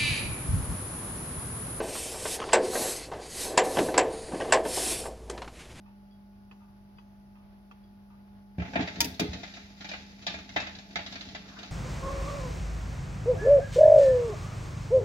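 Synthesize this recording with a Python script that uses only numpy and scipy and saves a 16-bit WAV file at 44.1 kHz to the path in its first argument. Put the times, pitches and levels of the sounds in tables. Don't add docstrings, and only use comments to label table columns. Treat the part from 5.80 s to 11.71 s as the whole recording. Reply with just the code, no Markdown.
import sys
import numpy as np
from scipy import signal
from scipy.fft import rfft, irfft, next_fast_len
from scipy.io import wavfile

SR = 44100
rng = np.random.default_rng(int(sys.argv[2]) if len(sys.argv) > 2 else 0)


def persist_wave(psi):
    counts = np.round(np.clip(psi, -1, 1) * 32767).astype(np.int16)
    wavfile.write(sys.argv[1], SR, np.atleast_2d(counts).T)


N = 260631
CYCLE_START_S = 2.77


def from_db(db):
    return 10 ** (np.asarray(db) / 20)


def rms_one(x):
    return x / np.sqrt(np.mean(x ** 2) + 1e-20)


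def at_hz(points, hz):
    points_hz, values = np.transpose(points)
    return np.interp(np.log(hz), np.log(points_hz), values)


def drift(rate_hz):
    pole = np.exp(-80 * np.pi * rate_hz / SR)
    slow = signal.lfilter([1], [1, -2 * pole, pole * pole], rng.standard_normal(N // 40 + 2002))[2000:]
    return np.interp(np.arange(N) / 40, np.arange(len(slow)), rms_one(slow))


# freq_hz, correlation
DIRECT_CORRELATION = [(60, 0.93), (180, 1), (300, 0.85), (500, 0.37), (900, 0.16), (1500, -0.24),
                      (4000, -0.016), (15000, -0.044)]
def mic_phase(hz):
    return np.arccos(np.clip(at_hz(DIRECT_CORRELATION, hz), -1, 1))


def coloured_noise(spectrum, correlation=DIRECT_CORRELATION, count=N):
    size = next_fast_len(count)
    hz = np.maximum(np.arange(size // 2 + 1) * SR / size, 1)
    mid, side = rfft(rng.standard_normal((2, size)))
    alike = np.clip(at_hz(correlation, hz), -1, 1)
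    stereo = np.sqrt(1 + alike) * mid + np.sqrt(1 - alike) * side * [[1], [-1]]
    return rms_one(irfft(stereo * from_db(at_hz(spectrum, hz)), size)[:, :count])


def soft_onset(ring, rise_s):
    ring = ring * (1 - np.exp(-np.arange(ring.shape[1]) / SR / rise_s))
    return ring / np.sqrt(np.mean(np.sum(ring ** 2, 1)))


def modal_ring(modes, rise_s, spread_db=0.0):
    hz, level_db, t60_s = np.transpose(modes)[:, :, None]
    t = np.arange(SR // 2) / SR
    decay = from_db(level_db + spread_db * rng.standard_normal(hz.shape) - 60 * t / t60_s)
    gap = mic_phase(hz) * rng.choice([-1, 1], hz.shape)
    phase = 2 * np.pi * hz * t + rng.uniform(0, 2 * np.pi, hz.shape)
    ring = [np.sum(decay * np.sin(phase + side * gap / 2), 0) for side in (1, -1)]
    return soft_onset(np.array(ring), rise_s)


def dense_ring(spectrum, t60_s, echo_db, echo_t60_s, rise_s):
    fall = -np.log(1000) * np.arange(SR // 2) / SR
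    envelope = np.exp(fall / t60_s) + from_db(echo_db) * np.exp(fall / echo_t60_s)
    return soft_onset(coloured_noise(spectrum, count=SR // 2) * envelope, rise_s)


def excite(forces, make_ring, *args, **settings):
    return sum(signal.fftconvolve(force[None], make_ring(*args, **settings), axes=1)[:, :N]
               for force in forces)


def rattle(start_s, level_db, length_s=0.0052, touches=40, spots=5):
    force = np.zeros((spots, N + SR))
    draw = rng.random((len(start_s), touches, 2))
    delay_s = -np.log(1 - 0.95 * draw[..., 0]) * length_s * (np.arange(touches) > 0)
    polarity = np.sign(draw[..., 1] - 0.5)
    sizes = from_db(level_db)[..., None] * polarity * np.where(delay_s > 0, 0.13, 0.55)
    spot = np.arange(len(start_s))[:, None] % spots
    sample = np.round((start_s[:, None] + delay_s) * SR).astype(int)
    np.add.at(force, (spot, sample), sizes)
    return force[:, :N]


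def off_pitch_db(hz, pitch_hz, db_per_octave, floor_db):
    return np.maximum(-db_per_octave * np.abs(np.log2(hz / pitch_hz)), floor_db)


# freq_hz, relative_density_db
ROOM_SPECTRUM = [(15, -58), (25, -21), (65, -8), (144, -11.5), (172, -21), (201, -13), (229, -18),
                 (256, -22), (357, -24.5), (521, -29), (595, -24), (777, -26), (849, -28), (969, -27.5),
                 (5000, -43.5), (6500, -69), (11000, -120)]
# freq_hz, correlation
ROOM_CORRELATION = [(60, 0.3), (180, 0.76), (550, 0.27), (1650, -0.2), (4970, 0.054), (15000, -0.088)]
def room_tone():
    return from_db(-60.5 + drift(5.3)) * coloured_noise(ROOM_SPECTRUM, ROOM_CORRELATION)


# freq_hz, relative_density_db
HISS_SPECTRUM = [(2350, -17.5), (4000, -11), (4780, -1), (5950, -4), (6500, -14.5), (6620, -9.5),
                 (8200, -29), (8960, -47.5), (9450, -17.5), (9970, -2), (15100, -10), (16200, -15.5),
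                 (16500, -40.5)]
def hiss():
    return from_db(-78) * coloured_noise(HISS_SPECTRUM, ROOM_CORRELATION) * from_db([[2], [-2]])


# mains_multiple, rms_db
HUM_PARTIALS = [(1, -62), (2, -70.5), (4, -53), (5, -77), (6, -80), (7, -77), (8, -79.5), (11.84, -77.5),
                (13, -78.5), (15, -77.5), (17, -69), (29, -83)]
def motor_hum(mains_hz=50):
    t, out = np.arange(N) / SR, 0
    for multiple, rms_db in HUM_PARTIALS:
        hz = multiple * mains_hz
        offset = mic_phase(hz) * np.array([[0.5], [-0.5]])
        phase = 2 * np.pi * (hz * t + rng.random()) + 0.091 * drift(0.62)
        out += np.sqrt(2) * from_db(rms_db + 0.54 * drift(0.82)) * np.sin(phase + offset)
    return out


def split_mode(mode, width):
    hz, level_db, t60_s = mode
    return [(hz + width * step / t60_s ** 2, level_db - 5.8 * abs(step), t60_s) for step in (-1.3, 0, 1)]


# freq_hz, level_db, t60_s
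PLATTER_MODES = [(444, 9, 0.14), (930, 2, 0.12), (1210, 4, 0.055), (2550, 0, 0.036), (3340, 0, 0.12),
                 (4770, 0, 0.12), (6300, 0, 1.8)]
# freq_hz, relative_density_db
PLATTER_SPECTRUM = [(470, -34), (800, -11), (937, -6), (2250, -19), (2570, -11), (2800, -18), (4660, -27),
                    (6500, -36), (8450, -60), (14300, -120)]
# start_s, force_db, pitch_hz
PLATTER_TICKS = [(0.7119, -26.5, 2380), (1.1841, -28, 2400), (1.9117, -26, 1250), (2.4764, -41, 980)]
def platter():
    rubs = rattle(np.arange(0.058, CYCLE_START_S, 0.748), -38.5, length_s=0.031, touches=150, spots=2)
    out = from_db(1.5) * excite(rubs, modal_ring, PLATTER_MODES[1:3], rise_s=0.001)
    tinks = rattle(np.arange(0.308, CYCLE_START_S, 0.864), -39, length_s=0.018, touches=30, spots=1)
    tink_modes = split_mode(PLATTER_MODES[4], width=1.5) + split_mode(PLATTER_MODES[5], width=1.4)
    out += excite(tinks, modal_ring, tink_modes, rise_s=0.001)
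    start_s, force_db, pitch_hz = np.transpose(PLATTER_TICKS)
    for mode in PLATTER_MODES:
        hz, level_db, _ = mode
        ring_db = force_db + level_db + 2 + off_pitch_db(hz, pitch_hz, db_per_octave=30, floor_db=-17.5)
        ring_db -= 30 * np.maximum(np.log2(hz / pitch_hz) - 1.5, 0)
        force = rattle(start_s, ring_db, touches=2, spots=1)
        out += excite(force, modal_ring, split_mode(mode, width=0.603), rise_s=0.00053)
    ticks = rattle(start_s, force_db, spots=2)
    return out + excite(ticks + rubs, dense_ring, PLATTER_SPECTRUM,
                        t60_s=0.037, echo_db=-19, echo_t60_s=0.44, rise_s=0.00077)


# time_s, lever_force_db, cabinet_force_db
CAM_DRAG = [(2.77, -71, -67), (2.84, -58, -51), (2.95, -51.5, -39), (3.08, -53.5, -48.5), (3.24, -50, -39),
            (3.42, -60, -55.5), (3.52, -51.5, -40), (3.65, -52.5, -53.5), (3.95, -57, -56),
            (4.1, -49.5, -50), (4.25, -56.5, -54.5), (4.45, -58, -57.5), (4.54, -50.5, -46.5),
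            (4.67, -58, -54.5), (4.76, -50.5, -50.5), (5.03, -58.5, -52.5), (5.3, -50.5, -50),
            (5.59, -56.5, -52), (5.91, -53, -49)]
def cams(slips_per_s=1200, spread_db=3, spots=5):
    time_s, lever_db, cabinet_db = np.transpose(CAM_DRAG)
    t = np.arange(N) / SR
    on_levers = from_db(np.interp(t, time_s, lever_db, left=-120))
    on_cabinet = from_db(np.interp(t, time_s, cabinet_db, left=-120))
    sizes = from_db(spread_db * np.minimum(rng.exponential(1, N), 4)) * rng.choice([-1, 1], N)
    slipping = rng.random(N) < slips_per_s * from_db(2 * drift(12)) / SR
    at_spot = rng.integers(0, spots, N) == np.arange(spots)[:, None]
    slips = rms_one(sizes * slipping) * at_spot
    cam_hiss = from_db(-23.5) * on_levers * coloured_noise(HISS_SPECTRUM)
    return on_levers * slips, on_cabinet * slips, cam_hiss


# freq_hz, relative_density_db
LEVER_SPECTRUM = [(590, -32), (1000, -14.5), (1580, -5), (1720, -4), (1920, -4), (2650, -3), (2940, -8.5),
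                  (3760, -2.5), (6360, -15.5), (7280, -15.5), (7600, -22.5), (9880, -66), (16700, -120)]
# t60_s, echo_db, echo_t60_s
LEVER_DECAYS = [(0.071, -9.5, 0.46), (0.023, -10, 0.39), (0.04, -15.5, 0.42)]
BAND_EDGES_HZ = [700, 2800, 4800, 7200]
# start_s, force_db, brightness_db (middle levers over heavy)
LEVER_CONTACTS = [(2.7818, -14, -19.5), (2.798, -12, -15), (2.8187, -10.5, -16), (2.8514, -13.5, -17),
                  (2.8778, -15, -18), (2.9337, -7.5, -15), (2.9554, 4.5, -21.5), (2.9912, -3, -25),
                  (3.0065, -7.5, -2.5), (3.0227, -5.5, -7), (3.0479, -13.5, -24), (3.0741, -4.5, -6.5),
                  (3.157, -13, -1.5), (3.2031, -1, -3), (3.246, -16, -12), (3.3416, -22.5, 6),
                  (3.3943, 3.5, -4), (3.4428, -24, 3), (3.5312, -9, 1), (3.6314, -8.5, -4.5),
                  (3.675, -18, -1.5), (3.7376, -19.5, 2), (3.7674, -16, -11), (4.0071, -14.5, 0.5),
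                  (4.0441, -9, -4), (4.0892, -9, -1), (4.1134, -7.5, -5), (4.1354, -7, -9),
                  (4.4228, -23.5, 4), (4.4655, 1, 1), (4.5014, -10.5, -7), (4.5401, -8, -12),
                  (4.5864, -15.5, -2.5), (4.6903, -15.5, 0), (4.761, 6, -11), (4.8001, -5, -1.5),
                  (4.8183, -10, -9), (4.8678, -7.5, -6), (4.8894, -17, -14), (4.9504, -19.5, 4),
                  (4.9861, -16, 1), (5.106, -24.5, 1.5), (5.156, 1.5, -6), (5.1887, -9, -19.5),
                  (5.2614, -10, 0), (5.3237, -12, 1.5), (5.355, -10, -4), (5.4078, -12.5, 3),
                  (5.487, -23.5, 6.5), (5.5474, -7, -1.5), (5.686, -22, -0.5), (5.7877, -14.5, 0),
                  (5.8297, -14.5, -0.5)]
def levers(drag):
    start_s, force_db, brightness_db = np.transpose(LEVER_CONTACTS)
    heavy = rattle(start_s, force_db) + drag
    middle = rattle(start_s, force_db + brightness_db) + from_db(-1.5) * drag
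    light = rattle(start_s, force_db - 0.5 + 0.78 * brightness_db) + from_db(4.5) * drag
    out = 0
    for i, force in enumerate([heavy, middle, light]):
        ring = excite(force, dense_ring, LEVER_SPECTRUM, *LEVER_DECAYS[i], rise_s=0.00051)
        band = signal.butter(3, BAND_EDGES_HZ[i:i + 2], "band", fs=SR, output="sos")
        out += signal.sosfilt(band, ring)
    return signal.sosfilt(signal.butter(10, BAND_EDGES_HZ[-1], fs=SR, output="sos"), out)


# freq_hz, level_db, t60_s
DECK_MODES = [(610.6, -6.5, 0.15), (685, -5.5, 0.16), (764, -8, 0.14), (855, -10.5, 0.26),
              (539.6, -15, 0.14)]
# freq_hz, relative_density_db
DECK_SPECTRUM = [(180, -43), (300, 4.5), (346, -11.5), (522, -9), (656, 0), (861, -2), (1100, -19),
                 (1430, -59.5), (2420, -120)]
def deck_plate(drag):
    start_s, force_db, brightness_db = np.transpose(LEVER_CONTACTS)
    force = rattle(start_s, force_db - 6 - 0.37 * brightness_db, touches=6) + from_db(-9) * drag
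    ring = excite(force, modal_ring, DECK_MODES, rise_s=0.00037)
    knock = excite(force, dense_ring, DECK_SPECTRUM,
                   t60_s=0.052, echo_db=-11, echo_t60_s=0.39, rise_s=0.0015)
    return 0.68 * ring + 0.59 * knock


# freq_hz, level_db, t60_s
PANEL_MODES = [
    [(61.7, -4, 0.17), (80.3, -0.5, 0.24), (113.8, -8.5, 0.28)],
    [(177.5, 8, 0.18), (150.4, -11.5, 0.21)],
    [(263.2, -1.5, .12), (241, -11, 0.098), (298.7, -7, 0.14)],
    [(345.7, 1.5, 0.11), (417.3, -4, 0.21), (479, -5, 0.13)],
]
PANEL_COUPLING_DB = [-3.5, -3, -3.5, -8]
# start_s, force_db, pitch_hz
CABINET_THUDS = [(2.782, 3.5, 117), (2.796, 1, 92), (2.811, -0.5, 76), (2.829, -14, 85), (2.881, -14, 205),
                 (2.957, 2, 212), (2.992, 3.5, 210), (3.004, -0.5, 195), (3.028, -2.5, 171),
                 (3.22, -4.5, 235), (3.241, -11, 310), (3.269, -13.5, 170), (3.398, 0, 260),
                 (3.412, 5.5, 250), (3.434, -7.5, 185), (3.448, -2.5, 306), (3.485, -4.5, 80),
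                 (3.53, -10, 90)]
def cabinet(drag):
    contact_s, contact_db, _ = np.transpose(LEVER_CONTACTS)
    shake = drag[:2] + rattle(contact_s, contact_db - 16.5, touches=4, spots=2)
    start_s, force_db, pitch_hz = np.transpose(CABINET_THUDS)
    spot = np.arange(len(start_s)) % 2
    out = 0
    for modes, gain_db in zip(PANEL_MODES, PANEL_COUPLING_DB):
        panel_hz = np.mean(modes, axis=0)[0]
        push_db = force_db + off_pitch_db(panel_hz, pitch_hz, db_per_octave=13, floor_db=-21)
        force = from_db(gain_db) * shake
        force[spot, np.round(start_s * SR).astype(int)] += from_db(push_db)
        out += excite(force, modal_ring, modes, rise_s=0.0013, spread_db=-0.5)
    return out


# freq_hz, level_db, t60_s
LATCH_MODES = [(933, -1, 0.14), (2350, -4, 0.072), (4600, 3, 0.046), (4660, -16, 0.08), (5016, 8, 0.054),
               (6560, 1, 0.08), (10880, -10.5, .1)]
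# freq_hz, relative_density_db
LATCH_SPECTRUM = [(880, -52), (1500, -28), (2310, -9.5), (2630, -15), (4010, -12), (4390, -16),
                  (4800, -4.5), (6620, -16), (7470, -23), (10900, -17), (12600, -20.5), (15200, -16),
                  (16500, -39)]
# start_s, force_db
LATCH_CLACKS = [(3.2051, 8), (3.245, -5.5), (3.3974, -6)]
def latch(rattle_s=0.0045):
    contact_s, contact_db, brightness_db = np.transpose(LEVER_CONTACTS)
    jolts = rattle(contact_s, 2.2 * contact_db + brightness_db - 31, rattle_s, spots=3)
    start_s, force_db = np.transpose(LATCH_CLACKS)
    snap_force = rattle(start_s, force_db, rattle_s, spots=3) + jolts
    snap = excite(snap_force, dense_ring, LATCH_SPECTRUM,
                  t60_s=0.017, echo_db=-26.5, echo_t60_s=0.34, rise_s=0.00022)
    ring_force = rattle(start_s, force_db, rattle_s, touches=5, spots=3)
    ring = excite(ring_force, modal_ring, LATCH_MODES, rise_s=0.00014)
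    return (snap + from_db(-0.5) * ring) * from_db([[1.5], [-1.5]])


def rustle(start_s=5.63, rise_s=0.032, band_hz=(950, 1680)):
    fade_in = np.clip((np.arange(N) / SR - start_s) / rise_s, 0, 1)
    lumps = from_db(-59 + 5 * drift(22))
    band = signal.butter(3, band_hz, "band", fs=SR, output="sos")
    return fade_in * lumps * rms_one(signal.sosfilt(band, rng.standard_normal((2, N))))


def scene():
    idle = room_tone() + hiss() + motor_hum() + platter()
    lever_drag, cabinet_drag, cam_hiss = cams()
    cycle = cam_hiss + levers(lever_drag) + deck_plate(cabinet_drag) + cabinet(cabinet_drag) + latch()
    return idle + cycle + rustle()


def record(dry):
    low_cut_hz, stopband_hz = 47, 17000
    dry = signal.sosfilt(signal.butter(3, low_cut_hz, "high", fs=SR, output="sos"), dry)
    return signal.sosfilt(signal.cheby2(14, 70, stopband_hz, fs=SR, output="sos"), dry)


dry = scene()
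out = record(dry)
persist_wave(out)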